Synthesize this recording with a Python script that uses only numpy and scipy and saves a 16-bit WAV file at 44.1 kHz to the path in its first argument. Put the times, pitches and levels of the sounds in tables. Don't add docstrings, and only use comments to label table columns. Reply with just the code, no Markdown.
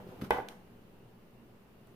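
import sys
import numpy as np
from scipy import signal
from scipy.fft import rfft, irfft
from scipy.io import wavfile
from scipy.ndimage import uniform_filter1d

SR = 44100
rng = np.random.default_rng(int(sys.argv[2]) if len(sys.argv) > 2 else 0)


def file_out(sig):
    cols = np.atleast_2d(sig).T
    lim = np.clip(cols, -1, 1)
    pcm = np.round(lim * 32767).astype(np.int16)
    wavfile.write(sys.argv[1], SR, pcm)


def gain_from_db(level_db):
    decades = np.asarray(level_db, float) / 20
    return 10 ** decades


N = 85995

# hz, likeness_0_to_1
EAR_LIKENESS = [(60, .92), (130, .95), (290, .85), (640, .57), (1410, .05), (3100, 0), (15000, 0)]
HISS_EDGE_HZ = 15550


def evened(x):
    return x / np.sqrt(np.mean(x ** 2) + 1e-20)


def read(points, hz):
    f, value = np.transpose(points)
    return np.interp(np.log(hz + 1), np.log(f + 1), value)


def add(mix, s, sound):
    part = mix[max(round(s * SR), 0):][:len(sound)]
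    part += sound[:len(part)]


def coloured(x, points):
    hz = np.fft.rfftfreq(x.shape[-1], 1 / SR)
    return irfft(rfft(x) * gain_from_db(read(points, hz)), x.shape[-1])


def struck(hits, modes, contact_s, tilt_db, scatter_db, detune):
    out, t = np.zeros(N), np.arange(12000) / SR
    hz, db, t60 = np.transpose(modes)[:, :, None]
    rise = np.sin(np.pi / 2 * np.minimum(t / contact_s, 1))
    draws = rng.standard_normal((len(hits), 2, len(modes), 1))
    for (s, peak_db, bright), (level_draw, pitch_draw) in zip(hits, draws):
        octaves = np.log2(hz / hz[0])
        level = db + tilt_db * (bright - .5) * octaves + scatter_db * level_draw
        tones = np.sin(2 * np.pi * hz * (1 + detune * pitch_draw) * t)
        ring = -(gain_from_db(level - 60 * t / t60) * tones).sum(0) * rise
        add(out, s, gain_from_db(peak_db) * ring / abs(ring).max())
    return out


def shell_clack():
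    # start_s, peak_db, brightness_0_to_1
    clack_hits = [
        (.0005, -41.5, 0.05),
        (.3065, -10.5, 0.87),
        (.3215, -30.5, 0.51),
    ]
    # pitch_hz, level_db, t60_s
    shell_modes = [(410.16, -13, 0.0522), (489.92, -10, 0.1385), (605.13, -7, 0.03109),
                   (715.93, 5.5, 0.014744), (827.78, -5.5, .05), (868.84, -6.5, 0.046),
                   (971.78, -7, 0.04029), (1061, -26.5, 0.029), (1528.9, -7, 0.03715),
                   (1617.3, -14, 0.03552), (1978.1, -12, 0.04307), (2508.9, -17, 0.02784),
                   (3060.3, -15.5, 0.017557), (3492.9, -21.5, 0.020515)]
    null_hz, null_width_hz = 1323.4, 250.8
    notch = signal.iirnotch(null_hz, null_hz / null_width_hz, SR)
    return signal.lfilter(*notch, struck(clack_hits, shell_modes, 0.0010878, 6, 0, 0))


def rocking_bounces():
    # start_s, peak_db, brightness_0_to_1
    bounce_hits = [
        (.330, -30, 0.98),
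        (.3445, -31.5, 0.23),
        (.3548, -30.5, 0.54),
        (.369, -32.5, 1),
        (.3851, -23, 0.37),
        (.4005, -30, 0.46),
    ]
    # pitch_hz, level_db, t60_s
    rocking_modes = [(397.6, -6, 0.02809), (494.94, -8.5, 0.06525), (643.45, -6, 0.03075),
                     (807.65, 2, 0.04306), (1000, -6, 0.01773), (1458.2, -9.5, 0.03648),
                     (2057.4, -12.5, 0.03226), (3103.4, -25, 0.01049)]
    return struck(bounce_hits, rocking_modes, 0.0009901, 10.133, 2.873, 0.01792)


def table_knocks():
    # start_s, peak_db, brightness_0_to_1
    knock_hits = [
        (.2214, -26.5, 0.46),
        (.2305, -40.5, 0.54),
        (.2358, -31.5, 0.08),
        (.251, -48.5, 0.5),
        (.263, -55, 0.4),
        (.280, -54.5, 0.6),
        (.312, -37.5, 0.37),
    ]
    # pitch_hz, level_db, t60_s
    table_modes = [(129.45, -11, 0.05383), (190.82, -5.5, 0.0707), (241.99, -1.5, 0.03079),
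                   (392.55, -12, 0.06172), (478.42, -14.5, 0.0419)]
    return struck(knock_hits, table_modes, 0.005177, 17.47, 1, 0.0128)


def light_nudges():
    # start_s, peak_db, brightness_0_to_1
    nudge_hits = [
        (.043, -46, 0.49),
        (.0675, -43.5, 0.49),
        (.087, -40.5, 0.08),
        (.1165, -47, 0.87),
        (.124, -44, 0.99),
        (.132, -47.5, 0.6),
    ]
    # pitch_hz, level_db, t60_s
    nudged_modes = [(171.34, -3.5, 0.05536), (375.16, 0.5, 0.03904), (489.63, -4, 0.0576),
                    (793.4, -8.5, 0.02265)]
    return struck(nudge_hits, nudged_modes, 0.00309, 12.34, 0.909, 0.01614)


def landing_thump():
    hit = (.309, -41, .5)  # s, dB, brightness
    mode = (69.55, 0, 0.2114)  # Hz, dB, t60 s
    return struck([hit], [mode], 0.006088, 0, 0, 0)


def tine_ting():
    start_s, peak_db = .3064, -35.5
    hits = [(start_s, peak_db, .5), (start_s + 0.0022, peak_db - 6.5, .5)]
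    mode = (11478, 0, 0.00578)  # Hz, dB, t60 s
    return struck(hits, [mode], 0.000213, 0, 0, 0)


def ticks():
    # start_s, peak_db, length_s, low_edge_hz
    tick_hits = [
        (0.2143, -38.5, 0.0077, 1171),
        (0.2192, -41.5, 0.0024, 1207),
        (0.25, -44, .008, 1000),
        (0.307, -28, .004, 4366),
        (0.4867, -30, .003, 2542),
        (1.872, -55, 0.0029, 8140),
    ]
    # hz, level_db_per_hz
    edge_colour = [(1000, 19.5), (3600, 4.5), (7200, -6.5), (9000, -4.5), (10300, -7), (13000, -10),
                   (15300, -9.5), (16500, -51)]
    contacts, lead = 40, 100
    out = np.zeros((2, N))
    draws = rng.random((len(tick_hits), 2, 2, contacts))
    for (s, peak_db, length, low_hz), draw in zip(tick_hits, draws):
        cut = signal.butter(3, np.clip(low_hz, 200, 12000), "high", fs=SR)
        for ear, (u, sign) in enumerate(draw):
            train = np.zeros(1024)
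            at = lead + (u * length * SR).astype(int)
            np.add.at(train, at, gain_from_db(-11 - 9.443 * u) * np.sign(sign - .5))
            train[lead] = -1
            burst = signal.lfilter(*cut, coloured(train, edge_colour))
            add(out[ear], s - lead / SR, gain_from_db(peak_db) * burst / abs(burst).max())
    return out


def slides():
    # start_s, length_s, level_db
    strokes = [
        (0.072, 0.1143, -64),
        (0.2138, 0.03804, -51),
        (0.241, 0.04307, -53),
        (0.318, 0.1168, -51.5),
        (0.485, 0.07563, -58),
        (1.873, 0.05267, -72.5),
    ]
    # hz, level_db_per_hz
    friction_colour = [(710, -23.5), (1200, -3.5), (1520, -8.5), (2060, -13), (5900, -23.5), (7490, -33),
                       (13300, -20.5), (15200, -31.5), (16000, -23.5)]
    slips_per_s, spread_db = 3000, 4.5
    force = gain_from_db(spread_db * np.minimum(rng.exponential(1, (2, N)), 3))
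    happens = rng.random((2, N)) < slips_per_s / SR
    slips = force * happens * rng.choice([-1, 1], (2, N))
    stroke = np.zeros(N)
    for s, length, db in strokes:
        u = np.arange(0, 1, 1 / (length * SR))
        add(stroke, s, gain_from_db(db) * np.sin(np.pi * u ** 0.322) ** .7)
    colour = friction_colour[:-1] + [(HISS_EDGE_HZ + 300, -60)]
    return stroke * evened(coloured(slips, colour))


def placed(x, pan_db):
    # delay_s, level_db
    wall_echoes = [(.0022, -5), (.0047, -11), (.0083, -20), (0.0135, -11)]
    spacing_s = .00012
    taps = np.zeros((2, 1200))
    for k, (delay, db) in enumerate([(0.000173, 0)] + wall_echoes):
        side = (-1) ** k * (k > 0) * 3 * spacing_s
        taps[0, round((delay + spacing_s + max(side, 0)) * SR)] += gain_from_db(db + pan_db / 2)
        taps[1, round((delay + max(-side, 0)) * SR)] += gain_from_db(db - pan_db / 2)
    return signal.fftconvolve(x[None], taps, axes=1)[:, :N]


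def room(x):
    # hz, t60_s
    room_decay = [(60, 0.383), (250, 0.4647), (700, 0.44916), (2000, 0.44244), (3200, 0.3849),
                  (6000, 0.4203), (12000, 0.3862)]
    at = np.arange(120, 30000, 20) + rng.integers(0, 20, (2, 1494))
    taps = np.zeros((2, 30100))
    np.put_along_axis(taps, at, rng.choice([-1., 1.], at.shape), 1)
    hz, t, z = signal.stft(taps, SR, nperseg=256)
    same = np.clip(read(EAR_LIKENESS, hz), 0, 1)[:, None]
    z = np.array([z[0], same * z[0] + np.sqrt(1 - same ** 2) * z[1]])
    decay = gain_from_db(-60 * t / read(room_decay, hz)[:, None])
    tail = signal.istft(z * decay, SR, nperseg=256)[1]
    return signal.fftconvolve(x[None], tail / np.linalg.norm(tail[0]), axes=1)[:, :N]


def room_air():
    # time_s, level_db
    tone_swell = [(0, 12), (.06, 8.5), (.2, 12), (.5, 5.5), (.65, 4), (.9, 3.5), (1.2, 2.5), (1.7, 2.5),
                  (1.95, 3.5)]
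    # hz, share
    swell_share = [(150, 0.83965), (700, 1.2014), (2000, 0.7407), (6000, 0.684)]
    # hz, level_db_per_hz
    air_colour = [(15, -6.5), (50, -14.5), (150, -8), (400, -13), (1000, -20.5), (3300, -31.5), (7500, -42),
                  (14500, -36)]
    # pitch_hz, width_hz, level_db
    air_peaks = [(196.35, 29.76, 7), (236.11, 9.39, 6), (396.71, 57.63, 4), (2821.7, 259.2, 4.5),
                 (4092.3, 300, -0.5)]
    frames, hz = N // 256 + 5, np.fft.rfftfreq(1024, 1 / SR)
    a, b, c, d, patches = rng.standard_normal((frames, 513, 5)).T
    patches = uniform_filter1d(patches, size=8, axis=0)
    patches = evened(uniform_filter1d(patches, size=10, axis=1))
    same = np.clip(read(EAR_LIKENESS, hz), -1, 1)[:, None]
    left = a + 1j * b
    z = np.array([left, same * left + np.sqrt(1 - same ** 2) * (c + 1j * d)])
    swell = np.interp(np.arange(frames) * 256 / SR, *np.transpose(tone_swell))
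    level_db = 0.746 * patches + read(swell_share, hz)[:, None] * swell
    air = signal.istft(z * gain_from_db(level_db), nperseg=1024, noverlap=768)[1][:, :N]
    f = np.fft.rfftfreq(N, 1 / SR)
    bumps = sum(db * np.exp(-((f - top_hz) / width) ** 2) for top_hz, width, db in air_peaks)
    shape = gain_from_db(read(air_colour, f) + bumps - 17 * (f > HISS_EDGE_HZ))
    air = irfft(rfft(air) * shape, N) / np.sqrt(np.mean(shape ** 2)) / np.std(air[:, N // 2:])
    return gain_from_db(-59) * air


def mains_hum():
    hum_hz, width_hz = 119.1, 15.287
    t = np.arange(N) / SR
    r = np.exp(-np.pi * width_hz / SR)
    waver = signal.lfilter([1], [1, -r], rng.standard_normal((2, N)))
    waver = signal.lfilter([1 - r], [1, -r], waver)
    drift = 1.4325 + evened(waver[0]) + 1j * evened(waver[1])
    hum = evened((drift * np.exp(2j * np.pi * hum_hz * t)).real)
    return gain_from_db(-64.5) * hum + gain_from_db(-72.5) * np.sin(np.pi * hum_hz * t)


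def scene():
    clack, bounce = shell_clack(), rocking_bounces()
    knock = table_knocks() + light_nudges()
    tick = ticks() + tine_ting()
    send = gain_from_db(-3) * clack + gain_from_db(-10.5) * bounce + gain_from_db(-15) * knock + gain_from_db(-6) * ticks()[0]
    shell = placed(clack, -0.852) + bounce * gain_from_db(np.array([[-1.5], [1.5]]))
    tick = tick * gain_from_db(np.array([[1], [-1]]))
    background = room_air() + mains_hum()
    return shell + knock + landing_thump() + tick + slides() + room(send) + background


def band_limit(x):
    return signal.sosfilt(signal.butter(12, 16490, fs=SR, output="sos"), x)


def record(dry):
    mix = dry - .0005
    return band_limit(mix)


dry = scene()
out = record(dry)
file_out(out)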